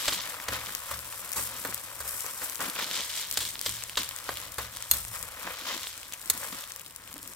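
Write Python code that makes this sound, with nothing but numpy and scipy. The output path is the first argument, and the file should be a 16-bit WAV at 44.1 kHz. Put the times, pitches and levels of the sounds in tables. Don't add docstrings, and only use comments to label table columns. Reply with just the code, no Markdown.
import sys
import numpy as np
from scipy import signal
from scipy.fft import rfft, irfft, next_fast_len
from scipy.io import wavfile
from scipy.ndimage import map_coordinates

SR = 44100
rng = np.random.default_rng(int(sys.argv[2]) if len(sys.argv) > 2 else 0)


def log_audio(samples):
    frames = np.atleast_2d(samples).T
    limited = np.clip(frames, -1, 1)
    pcm = np.round(limited * 32767).astype(np.int16)
    wavfile.write(sys.argv[1], SR, pcm)


N = 324537

# (time [s], rustle of the crust [dB], sizzle of the fat [dB], kitchen rumble [dB])
QUIET_FRYING = [(0, -50.5, -54, -63.5), (.8, -49, -55.5, -60.5), (1.3, -50, -54.5, -66),
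                (1.9, -48, -48, -63), (2.6, -50.5, -47, -67), (3.3, -54, -47.5, -62.5),
                (3.9, -55, -52, -61.5), (4.5, -57, -53, -61.5), (4.85, -55, -57, -61.5),
                (5.05, -59, -59, -54), (5.3, -52, -52.5, -59), (5.6, -58.5, -56.5, -66.5),
                (6.1, -55, -52.5, -65), (6.5, -51.5, -45.5, -65), (6.95, -57, -55, -65),
                (7.36, -56, -49.5, -65)]
QUIET_CRUNCH_DB, QUIET_STEAM_DB, QUIET_THRUM_DB = -2.95, 0, -12.5
# (time [s], rise [s per 10 dB], hold [s], fall before lingering [s per 10 dB],
#  drag [dB], crunch [dB], sizzle [dB], steam [dB], thrum [dB])
PRESS_STROKES = [(0.002, 0.5, 0.00988, -0.16, -49, -52.5, -53.5, -48, -64.5),
                 (.088, -6.72, 0.0496, 0.1636, -44, -33.5, -39.5, -39, -50),
                 (0.298, 0.26, 0.0196, 0.53, -44, -58, -46, -43, -61.5),
                 (0.505, -0.0041, 0.0394, 0.077, -37, -36, -45, -40.5, -46.5),
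                 (0.682, 0.12, 0.0095, 0.1841, -48.5, -45, -44.5, -42, -58),
                 (0.927, -0.05, 0.0134, -0.0161, -39, -40, -39.5, -39, -59),
                 (1.092, 0.47, 0.203, 0.83, -50.5, -50.5, -44.5, -43, -66.5),
                 (1.384, 0.0367, 0.00871, 0.0966, -40, -42.5, -35, -33, -54),
                 (1.684, -0.3056, 0.0096, 0.154, -47, -46.5, -44, -42, -50.5),
                 (2.083, 0.06, 0.0205, 0.2257, -45, -47.5, -36.5, -35, -58.5),
                 (2.261, 0.01, 0.0098, 0.25, -43.5, -46.5, -42, -44, -57.5),
                 (2.429, -0.03, 0.0088, 0.1531, -43, -44, -39.5, -35.5, -52),
                 (2.611, 0.0084, 0.0366, .09, -35.5, -38.5, -39, -37, -42),
                 (2.79, 0.0312, 0.0274, 0.0838, -38, -31.5, -45, -41, -44),
                 (2.952, 0.0623, 0.0573, 0.0617, -40.5, -31, -38, -43.5, -48.5),
                 (3.141, 0.0945, 0.0733, 0.0621, -48.5, -34, -38, -42.5, -61),
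                 (3.311, 0.59, 0.0194, -0.2131, -53, -47.5, -49.5, -43, -64),
                 (3.417, 0.1141, 0.05081, 0.0628, -54.5, -36.5, -39, -43.5, -55),
                 (3.663, 0.0526, 0.018, 0.1761, -49.5, -36.5, -38.5, -40.5, -51),
                 (3.986, 0.0067, .005, 0.0663, -39.5, -31.5, -35.5, -37.5, -44.5),
                 (4.176, 0.61, 0.01422, -0.45, -50, -49.5, -48, -48.5, -62),
                 (4.301, 0.0652, 0.0067, 0.1332, -45.5, -43, -49, -42, -47),
                 (4.416, 0.17, 0.02233, 0.24, -49.5, -52, -50.5, -48, -62),
                 (4.588, -0.0039, 0.0217, 0.1255, -41.5, -43, -47, -43.5, -47.5),
                 (4.787, 0.09, .01, 0.1754, -52, -45.5, -45.5, -48, -63),
                 (4.927, 0.0314, 0.0214, 0.1077, -43.5, -42.5, -35.5, -35, -52.5),
                 (5.148, 0.07, 0.0145, 0.1826, -44.5, -49, -42, -41, -54),
                 (5.489, 0.15, 0.0108, 0.0786, -38.5, -43.5, -48.5, -44.5, -48),
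                 (5.678, 0.131, 0.0574, 0.1359, -40.5, -35, -51, -44, -50),
                 (5.873, 0.24, 0.00508, 0.0673, -65.5, -41.5, -42.5, -45, -64),
                 (5.998, 0.0905, .01, 0.21, -53, -51, -51.5, -54.5, -60.5),
                 (6.315, 0.0753, 0.045, 0.2422, -49.5, -49.5, -49.5, -45.5, -53),
                 (6.445, 0.0868, 0.0108, 0.0688, -40.5, -45.5, -40, -41, -53),
                 (6.521, 0.0012, 0.0153, 0.14, -43, -41, -48.5, -46, -54.5),
                 (7.081, 0.06, 0.00981, .08, -52, -53.5, -53, -59.5, -67),
                 (7.171, 0.38, 0.08, 0.2109, -57.5, -61, -60, -63.5, -54)]
LAYER_LINGER = [0.805, 1.05, 0.977, 1.042, 0.548]
# (frequency [Hz], relative level [dB])
DRAG_SPECTRUM = [(180, -46.5), (300, -14.5), (385, -40), (430, -13), (521, -6), (754, -12), (1020, -4),
                 (1150, -4), (2600, -9), (3380, -18.5), (5720, -120)]
# (frequency [Hz], relative level [dB])
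CRUNCH_SPECTRUM = [(1000, -22.5), (1700, -8), (2300, -4.5), (2660, -7), (3010, -0.5), (3670, 0.5),
                   (5010, -3), (7500, -6.5), (9750, -38.5), (16500, -120)]
# (frequency [Hz], relative level [dB])
SIZZLE_SPECTRUM = [(3240, -24.5), (5500, -3), (6220, -5.5), (6750, -5.5), (7370, 1), (8840, 2), (9700, -3),
                   (12600, -37), (21300, -120)]
# (frequency [Hz], relative level [dB])
STEAM_SPECTRUM = [(5710, -20.5), (9700, -4), (11400, -1), (14600, -1), (15500, -7.5), (16000, -8.5)]
# (frequency [Hz], relative level [dB])
THRUM_SPECTRUM = [(71, -57), (120, -49.5), (170, -3), (209, -8), (286, -4), (480, -16), (620, -53),
                  (1060, -120)]
# (frequency [Hz], relative level [dB])
RUMBLE_SPECTRUM = [(12, -49), (20, -5.5), (43, 0.5), (113, 0), (146, -8), (170, -3.5), (220, -33.5),
                   (370, -120)]
# (frequency [Hz], likeness [0-1])
STEREO_LIKENESS = [(50, 1), (500, 0.875), (1000, 1), (2000, 1), (4000, 0.2542), (8000, 0.1971),
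                   (15000, 0.133)]
# (time [s], relative level [dB], pitch [Hz], relative treble spit [dB], left over right [dB])
SHARP_POPS = [(.0463, -25.5, 10900, -2, 1.5), (.1305, -20, 4300, -15, -3.5), (.15, -21, 6800, 0, -6),
              (.2747, -25, 1900, -2.5, 4), (.4008, -25.5, 1790, -6.5, 0), (.4413, -26.5, 11000, -6.5, 3.5),
              (.693, -25.5, 1597, -10.5, 1), (.7503, -12.5, 8500, -1.5, 12.5),
              (.9911, -18.5, 5200, -3, 4.5), (1.1259, -28.5, 2300, -3, -3), (1.2924, -24.5, 7905, 0, -3),
              (1.3182, -17.5, 8700, 0, 8), (1.3288, -21, 13000, 5, 8), (1.3333, -18, 9200, 1, 8),
              (1.563, -33, 8400, -8.5, 5), (1.7256, -23.5, 1880, -13, 4.5), (1.745, -16.5, 14400, 1, 7),
              (1.7784, -21.5, 5200, -3, 4.5), (2.092, -16.5, 13700, 0, 7), (2.1408, -22.5, 8500, -0.5, 4.5),
              (2.181, -23.5, 8430, -0.5, 6), (2.2065, -18.5, 8300, 0, 6), (2.2642, -20.5, 8400, 0, 7),
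              (2.4977, -19.5, 12100, 1.5, 9.5), (2.5314, -24.5, 9000, 0, 12), (2.5564, -20, 7800, -1, 13),
              (2.606, -12, 7900, -13.5, 6), (2.699, -16.5, 3860, -1.5, 1), (2.7628, -21.5, 2700, -6, 3.5),
              (2.7913, -19.5, 2690, -7, 3), (2.7987, -21.5, 1786, -7.5, 2), (2.82, -23.5, 4000, -17, -3),
              (2.8237, -16.5, 3700, -19, -2), (2.8442, -15.5, 4000, -15, -6.5),
              (2.9127, -13.5, 3300, -10, 1), (2.944, -20.5, 3700, -17, -3.5),
              (2.9679, -20.5, 3700, -11.5, -2), (3.0067, -18.5, 3600, -10, -0.5),
              (3.037, -19.5, 3600, -10, -2), (3.3124, -16.5, 8475, 4, 6.5), (3.326, -18.5, 8700, 3.5, 4),
              (3.342, -22.5, 7800, 3, 7), (3.3903, -11, 7900, -11.5, 4.5), (3.4285, -20, 3500, -7.5, -0.5),
              (3.4523, -15.5, 3800, -4.5, 0.5), (3.5006, -23.5, 6500, -9, 6), (3.5414, -23, 8400, -2, 8.5),
              (3.5554, -18.5, 4100, -13.5, 1.5), (3.593, -17, 4370, -4, 3), (3.6134, -11, 13300, -3.5, 8),
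              (3.6935, -17.5, 7700, 1.5, 1), (3.7685, -21.5, 7100, -7, 6.5), (3.8236, -25, 2700, -14.5, -6),
              (3.8376, -15.5, 6500, -1.5, 4.5), (3.8962, -21.5, 2810, 0.5, 0.5),
              (3.956, -21, 3317, -8.5, 1), (4.033, -16.5, 8300, -1.5, 4), (4.0906, -15.5, 8526, -1, 4.5),
              (4.1109, -22, 3220, -7, 3), (4.1629, -21.5, 12790, 3, 5), (4.1878, -20.5, 6840, -8.5, 12.5),
              (4.2416, -25.5, 8400, 0, 0.5), (4.3405, -22, 8600, -1, 8), (4.3716, -18.5, 3260, -2, 2.5),
              (4.4013, -24, 13100, 0, 5), (4.416, -24, 7800, -10.5, 16.5), (4.5205, -25, 8500, 0.5, 6),
              (4.5431, -26, 8100, -0.5, 8.5), (4.7703, -13.5, 8500, -4, 2), (4.8057, -21, 7100, -7, 1),
              (4.8246, -13.5, 6576, -5, 2.5), (5.0506, -14.5, 9300, -14.5, 5), (5.0823, -25.5, 9100, 3, 7),
              (5.156, -22, 8500, -0.5, 7), (5.2277, -17, 8600, -2, 8.5), (5.2524, -32, 8400, -2.5, 7),
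              (5.2872, -23.5, 9300, -2, 6), (5.5875, -25, 3300, -4, 3.5), (5.6126, -23, 3700, -1, 1.5),
              (5.8704, -19, 3695, -9, -6), (5.9779, -25, 8400, 0.5, 6.5), (6.0313, -27.5, 2700, -0.5, 3),
              (6.124, -18, 6603, -7.5, 0.5), (6.1345, -22.5, 3000, -4.5, 4), (6.1375, -16.5, 6050, -6, 8.5),
              (6.142, -26.5, 2600, -6, 1.5), (6.2154, -20.5, 8100, -11, 0.5), (6.2588, -17.5, 7923, -8, 6),
              (6.2764, -27, 7400, -1.5, 8.5), (6.3767, -18, 8100, -0.5, 3.5), (6.587, -24, 7700, -4.5, 4.5),
              (6.6086, -24, 8500, -0.5, .5), (6.6396, -26, 3610, -3.5, 1.5), (6.709, -31.5, 1795, -4.5, 4),
              (6.72, -24, 8400, 2.5, 5), (6.7618, -27.5, 8700, 6, 6.5), (6.7963, -25.5, 8000, -2.5, 15),
              (6.8155, -28.5, 8600, 0, 5), (6.9615, -21.5, 7758, -3, 11.5), (7.1285, -25.5, 8700, 0, 7),
              (7.1408, -24, 8300, 0.5, 4.5), (7.1802, -27, 9700, 2, 0.5), (7.2294, -26.5, 7600, 1.5, 0),
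              (7.2762, -23, 8500, 0, 6), (7.3359, -22.5, 7700, -10.5, 6.5)]
# (time [s], blade ring [dB], ring tilt [dB per octave], crack [dB], knock [dB], clack [dB],
#  first, second and third plate mode [dB], rise [s], t60 of crack, knock and clack [s])
SPATULA_TAPS = [(0.0779, -35, -3, -20, -27.5, -17, -52, -55.5, -35, 0.00213, 0.053),
                (.482, -26.5, -1, -25.5, -25, -25, -40, -44, -34, 0.00164, 0.0402),
                (.121, -45, 0, -34.5, -34.5, -24, -67.5, -68.5, -60, 0.00205, 0.052),
                (0.1444, -45.5, 0, -31, -53.5, -24.5, -65.5, -66.5, -66, 0.000946, 0.025),
                (0.9113, -31.5, 1.5, -26.5, -32.5, -43, -41, -45, -63.5, 0.00106, 0.0453),
                (1.3602, -36, -2.5, -25.5, -42.5, -49.5, -41.5, -48, -62, 0.00197, 0.247),
                (1.648, -26.5, 2, -27, -29, -41.5, -51.5, -46.5, -30, 0.00105, 0.0435),
                (2.001, -38, -1, -26, -38, -45, -43.5, -59, -66, 0.00184, 0.058),
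                (2.049, -50, 2, -36.5, -44, -45, -66, -69.5, -63, 0.00164, 0.08),
                (2.241, -51.5, -3.5, -37.5, -42.5, -52.5, -68, -63, -61, 0.0014, 0.08),
                (2.4139, -50, -4, -33, -40, -48, -65.5, -67.5, -58, .002, 0.109),
                (2.59, -44.5, 0.5, -47.5, -38, -49.5, -66.5, -65.5, -53, 0.0056, 0.318),
                (3.371, -18, -3, -12, -28.5, -14.5, -44.5, -51, -39.5, 0.00187, 0.0303),
                (3.402, -40, -0.5, -27, -47.5, -31, -67, -72.5, -59, 0.00274, 0.171),
                (3.659, -28, 5.5, -25.5, -34.5, -17, -45, -44, -53, 0.00216, 0.0385),
                (3.9702, -23.5, -0.5, -19.5, -26.5, -15.5, -46.5, -54, -37, 0.0026, 0.04532),
                (4.2895, -37, -1, -41, -26, -32, -45.5, -50.5, -55, 0.00077, 0.0306),
                (4.5813, -28, -1, -23, -27.5, -34.5, -41.5, -49.5, -57, 0.00144, 0.0436),
                (4.9122, -6, 0.5, -11.5, -34.5, -30, -37, -45, -60.5, 0.00017, 0.03),
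                (4.933, -17.5, 2, -27, -50, -43.5, -65, -61, -65.5, 0.0013, 0.109),
                (5.4735, -45, 0, -41.5, -24.5, -50, -54, -60.5, -52.5, 0.000243, 0.0115),
                (6.2994, -13, -1, -11.5, -36, -25, -51, -52.5, -62, 0.000152, 0.036),
                (6.311, -28.5, 1, -40, -36.5, -31.5, -66, -68, -65.5, 0.00044, 0.01055),
                (7.1569, -50, -5, -44.5, -46, -45.5, -72, -70.5, -34.5, 0.00186, 0.043),
                (7.228, -50, 0, -49, -47, -52.5, -72, -65, -41.5, 0.0025, 0.02307)]
# (frequency [Hz], nominal width [Hz], relative level [dB])
BLADE_MODES = [(2035, 80, -14), (2790, 90, -15), (3460, 120, -6), (4200, 80, -3.5), (3620, 120, -6),
               (4760, 170, -8), (6480, 90, -5), (7150, 140, -6), (8400, 170, -13), (8470, 100, -7),
               (9470, 144, -3.5), (10050, 200, 1), (10800, 160, -7), (11900, 90, -10), (12420, 130, 0),
               (12245, 90, -3), (12930, 100, -9), (13460, 90, -9), (14340, 60, -8), (14620, 80, -10)]
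# (frequency [Hz], t60 [s])
PLATE_MODES = [(70, 0.55), (113, 1), (292, 0.0742)]
# (frequency [Hz], level against it [dB], t60 [s])
PLATE_OVERTONE = (190, -10, 0.6094)
# (frequency [Hz], relative level [dB])
CRACK_SPECTRUM = [(2650, -31.5), (4500, -9), (5250, -11), (8070, 0.5), (11500, -5.5), (12300, -4.5),
                  (16000, -4.5)]
# (frequency [Hz], relative level [dB])
KNOCK_SPECTRUM = [(120, -0.5), (200, -12.5), (390, -4), (517, 6), (689, -1), (1080, 6.5), (1370, 3),
                  (1760, 2.5), (2060, -2), (2350, -14), (2800, -9), (3640, -56), (6160, -120)]
# (frequency [Hz], relative level [dB])
CLACK_SPECTRUM = [(1180, -24.5), (2000, -14), (2810, -9.5), (3220, -1.5), (4120, -4.5), (4550, -4.5),
                  (5950, -12), (7000, -9.5), (9100, -16), (15400, -120)]
# (frequency [Hz], t60 [s])
KITCHEN_DECAY = [(200, 0.2615), (2000, 0.6), (12000, 0.172)]
# (centre [Hz], width [Hz], depth [0-1])
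HOUSING_DIP = (9774, 275, 0.442)
TOP_HZ = 15900


def amp(db):
    return 10 ** (np.asarray(db) / 20)


def unit(x):
    return x / np.sqrt(np.mean(x ** 2) + 1e-20)


def along(points, hz):
    f, v = np.transpose(points)
    return np.interp(np.log(hz + 1), np.log(f + 1), v)


def curves(rows):
    s, *cols = np.transpose(rows)
    return [np.interp(np.arange(N) / SR, s, c) for c in cols]


def wobble(rate):
    knots = rng.standard_normal(int(N * rate / SR) + 4)
    return map_coordinates(knots, [np.arange(N) * rate / SR])


def filtered(x, response):
    n = x.shape[-1]
    m = next_fast_len(n + 8192)
    return irfft(rfft(x, m) * response(np.fft.rfftfreq(m, 1 / SR)), m)[..., :n]


def shaped(x, spectrum):
    return unit(filtered(x, lambda hz: amp(along(spectrum, hz))))


def spread(pair, spectrum, lead):
    def mid_side(hz):
        turn = np.arccos(np.clip(along(STEREO_LIKENESS, hz), -1, 1)) / 2
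        return amp(along(spectrum, hz)) * [np.cos(turn), np.sin(turn)]

    mid, side = filtered(pair, mid_side)
    left_right = np.array([mid + side, mid - side])
    return unit(filtered(left_right, lambda hz: np.exp(1j * np.pi * lead * hz * [[1], [-1]])))


def grainy(spectrum, strength, lead):
    return spread(strength * rng.standard_normal((2, N)), spectrum, lead)


def spatter(per_second, spiky_db, life, bed_db, clump_db, clump_rate):
    sizes = amp(spiky_db * np.minimum(rng.exponential(size=N), 3.5))
    hits = (rng.random(N) < per_second / SR) * sizes
    power = signal.lfilter([1], [1, -np.exp(-1 / (life * SR))], hits ** 2)
    return (unit(np.sqrt(power)) + amp(bed_db)) * amp(clump_db * wobble(clump_rate))


def levels():
    step = 64
    t = np.arange(0, N, step) / SR
    rustle_db, fat_db, rumble_db = curves(QUIET_FRYING)
    s, rise, hold, fall, *peak_db = np.transpose(PRESS_STROKES)[..., None]
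    early = np.clip(s - t, 0, None) / abs(rise)
    late = np.clip(t - s - abs(hold), 0, None) / abs(fall)
    quiet_db = [rustle_db, rustle_db + QUIET_CRUNCH_DB, fat_db, fat_db + QUIET_STEAM_DB,
                rustle_db + QUIET_THRUM_DB]
    layers_db = []
    for quiet, db, linger in zip(quiet_db, peak_db, LAYER_LINGER):
        swell = np.sum(amp(2 * (db - 10 * early - 10 * late / linger)), axis=0)
        swell = np.interp(np.arange(N) / SR, t, swell)
        layers_db.append(10 * np.log10(amp(2 * quiet) + swell))
    return layers_db + [rumble_db]


def blade_drag(level_db, rub, crack):
    grain = unit(rub) + 0.573 * unit(crack)
    return amp(level_db + 0.02) * grainy(DRAG_SPECTRUM, grain, lead=0.0001235) * amp([[.3], [-.3]])


def crust_crunch(level_db, crack, spit):
    grain = unit(crack) + .4 * unit(spit)
    return amp(level_db - 1.45) * grainy(CRUNCH_SPECTRUM, grain, lead=.00002) * amp([[-.7], [.7]])


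def fat_sizzle(level_db, spit):
    return amp(level_db - 1.09) * grainy(SIZZLE_SPECTRUM, spit, lead=0.0001844) * amp([[.7], [-.7]])


def steam_hiss(level_db, spit):
    return amp(level_db - 0.48) * grainy(STEAM_SPECTRUM, spit, lead=0.0001818) * amp([[.7], [-.7]])


def frying(drag_db, crunch_db, sizzle_db, steam_db):
    spit = spatter(per_second=400, spiky_db=4.5, life=0.00092, bed_db=1.5, clump_db=1.06, clump_rate=55)
    crack = spatter(per_second=400, spiky_db=3, life=0.000325, bed_db=-0.5, clump_db=1.89, clump_rate=37)
    rub = spatter(per_second=450, spiky_db=4.5, life=.001, bed_db=-3, clump_db=1.2, clump_rate=25)
    contact = blade_drag(drag_db, rub, crack) + crust_crunch(crunch_db, crack, spit)
    return contact + fat_sizzle(sizzle_db, spit) + steam_hiss(steam_db, spit)


def thrum(level_db):
    lumps = spatter(per_second=60, spiky_db=3, life=0.00433, bed_db=-6.0, clump_db=3.83, clump_rate=17)
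    return amp(level_db - 4.5) * grainy(THRUM_SPECTRUM, lumps, lead=.0001)


def rumble(level_db):
    return amp(level_db + 3.0) * grainy(RUMBLE_SPECTRUM, 1, lead=0)


def small_pops(per_second, level_db):
    draw = rng.random((int(per_second * N / SR), 5))
    return [(s * (N / SR), level_db - 3.07 * np.log(1 - .95 * size), 2500 * 5 ** pitch, -3 * dull,
             9 * spot - 1.5) for s, size, pitch, dull, spot in draw]


def pops():
    out = np.zeros((2, N + SR))
    t = np.arange(300) / SR
    attack = 1 - np.exp(-t / 0.00008)
    for s, db, hz, spit_db, pan_db in [*SHARP_POPS, *small_pops(per_second=50, level_db=-37.5)]:
        phase = rng.random()
        blip = np.sin(2 * np.pi * (hz * t + phase)) * np.exp(-t * hz / 0.938)
        grit = rng.standard_normal(len(t) + 1) + 0.61 * rng.standard_normal((2, len(t) + 1))
        spit = signal.lfilter([1, .7], [1], np.diff(grit)) * np.exp(-t / 0.00068)
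        spit = amp(spit_db - 9.0) * spit
        dull = np.sqrt(np.clip(1.05 - amp(2 * spit_db), .05, 1))
        push = 0.474 * dull * (1 - t / .00008) * np.exp(-t / .00008)
        pan = np.array([[pan_db], [-pan_db]]) / 2
        pop = amp(db + 4 + pan) * ((blip + spit) * attack + push)
        at = round(s * SR)
        late = int(np.clip(pan_db, 0, 8))
        out[0, at:at + len(t)] += pop[0]
        out[1, at + late:][:len(t)] += pop[1]
    return out[:, :N]


def blade_ring(t, tilt):
    damping = np.exp(-.22 * tilt)
    ring = 0
    for hz, width, level in BLADE_MODES:
        gain = amp(level + tilt * np.log2(hz / 8000) + rng.normal(0, 2.5, (2, 1)))
        phase = rng.random((2, 1)) * hz / 9000
        ring = ring + gain * np.exp(-2.2 * width * damping * t) * np.sin(2 * np.pi * (hz * t + phase))
    return ring


def plate_hum(t, hum_db):
    modes = [(hz, db, t60) for (hz, t60), db in zip(PLATE_MODES, hum_db)]
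    hz, under_db, t60 = PLATE_OVERTONE
    modes.append((hz, hum_db[1] + under_db, t60))
    swell = 1 - np.exp(-t / 0.0094)
    return sum(amp(db - 60 * t / t60) * np.sin(2 * np.pi * hz * t) * swell for hz, db, t60 in modes)


def taps():
    out = np.zeros((2, N + SR))
    t = np.arange(SR) / SR
    short = t[:SR // 5]
    for s, ring_db, tilt, crack_db, knock_db, clack_db, *hum_db, rise, t60 in SPATULA_TAPS:
        onset = (1 - np.exp(-short / rise)) ** 2
        fade = onset * amp(-60 * short / t60)
        ring = onset * blade_ring(short, tilt)
        crack = unit(filtered(rng.standard_normal((2, len(short))), lambda hz: amp(
            along(CRACK_SPECTRUM, hz) + tilt * np.log2((hz + 1) / 8000))))
        common = rng.standard_normal(len(short)) + 0.215 * rng.standard_normal((2, len(short)))
        knock = amp(knock_db + 5.5) * shaped(common, KNOCK_SPECTRUM)
        clack = amp(clack_db + 2.0) * shaped(common, CLACK_SPECTRUM)
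        at = round(s * SR)
        out[:, at:at + len(short)] += amp(ring_db - 7.5) * ring
        out[:, at:at + len(short)] += fade * (amp(crack_db) * crack + knock + clack)
        out[:, at:at + SR] += plate_hum(t, hum_db)
    return out[:, :N]


def kitchen(x):
    hz, t, z = signal.stft(rng.standard_normal((2, SR // 3)), SR, nperseg=256)
    decay = amp(-60 * t / along(KITCHEN_DECAY, hz)[:, None])
    tail = signal.istft(z * decay, SR, nperseg=256)[1]
    delayed = np.pad(x, ((0, 0), (150, 0)))
    return signal.fftconvolve(delayed, tail / np.linalg.norm(tail[0]), axes=1)[:, :N]


def scene():
    *fry_db, thrum_db, rumble_db = levels()
    steady = frying(*fry_db) + thrum(thrum_db) + rumble(rumble_db)
    hits = pops() + taps() * amp([[.2], [-.2]])
    return hits + amp(-16.5) * kitchen(hits) + steady * amp([[1.1], [-1.1]])


def record(dry):
    centre, width, depth = HOUSING_DIP

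    def response(hz):
        low_cut = hz ** 2 / (hz ** 2 + 22 ** 2)
        dip = 1 - depth * np.exp(-((hz - centre) / width) ** 2)
        return dip * low_cut / (1 + (hz / TOP_HZ) ** 200)

    return filtered(dry, response)


dry = scene()
out = record(dry)
log_audio(out)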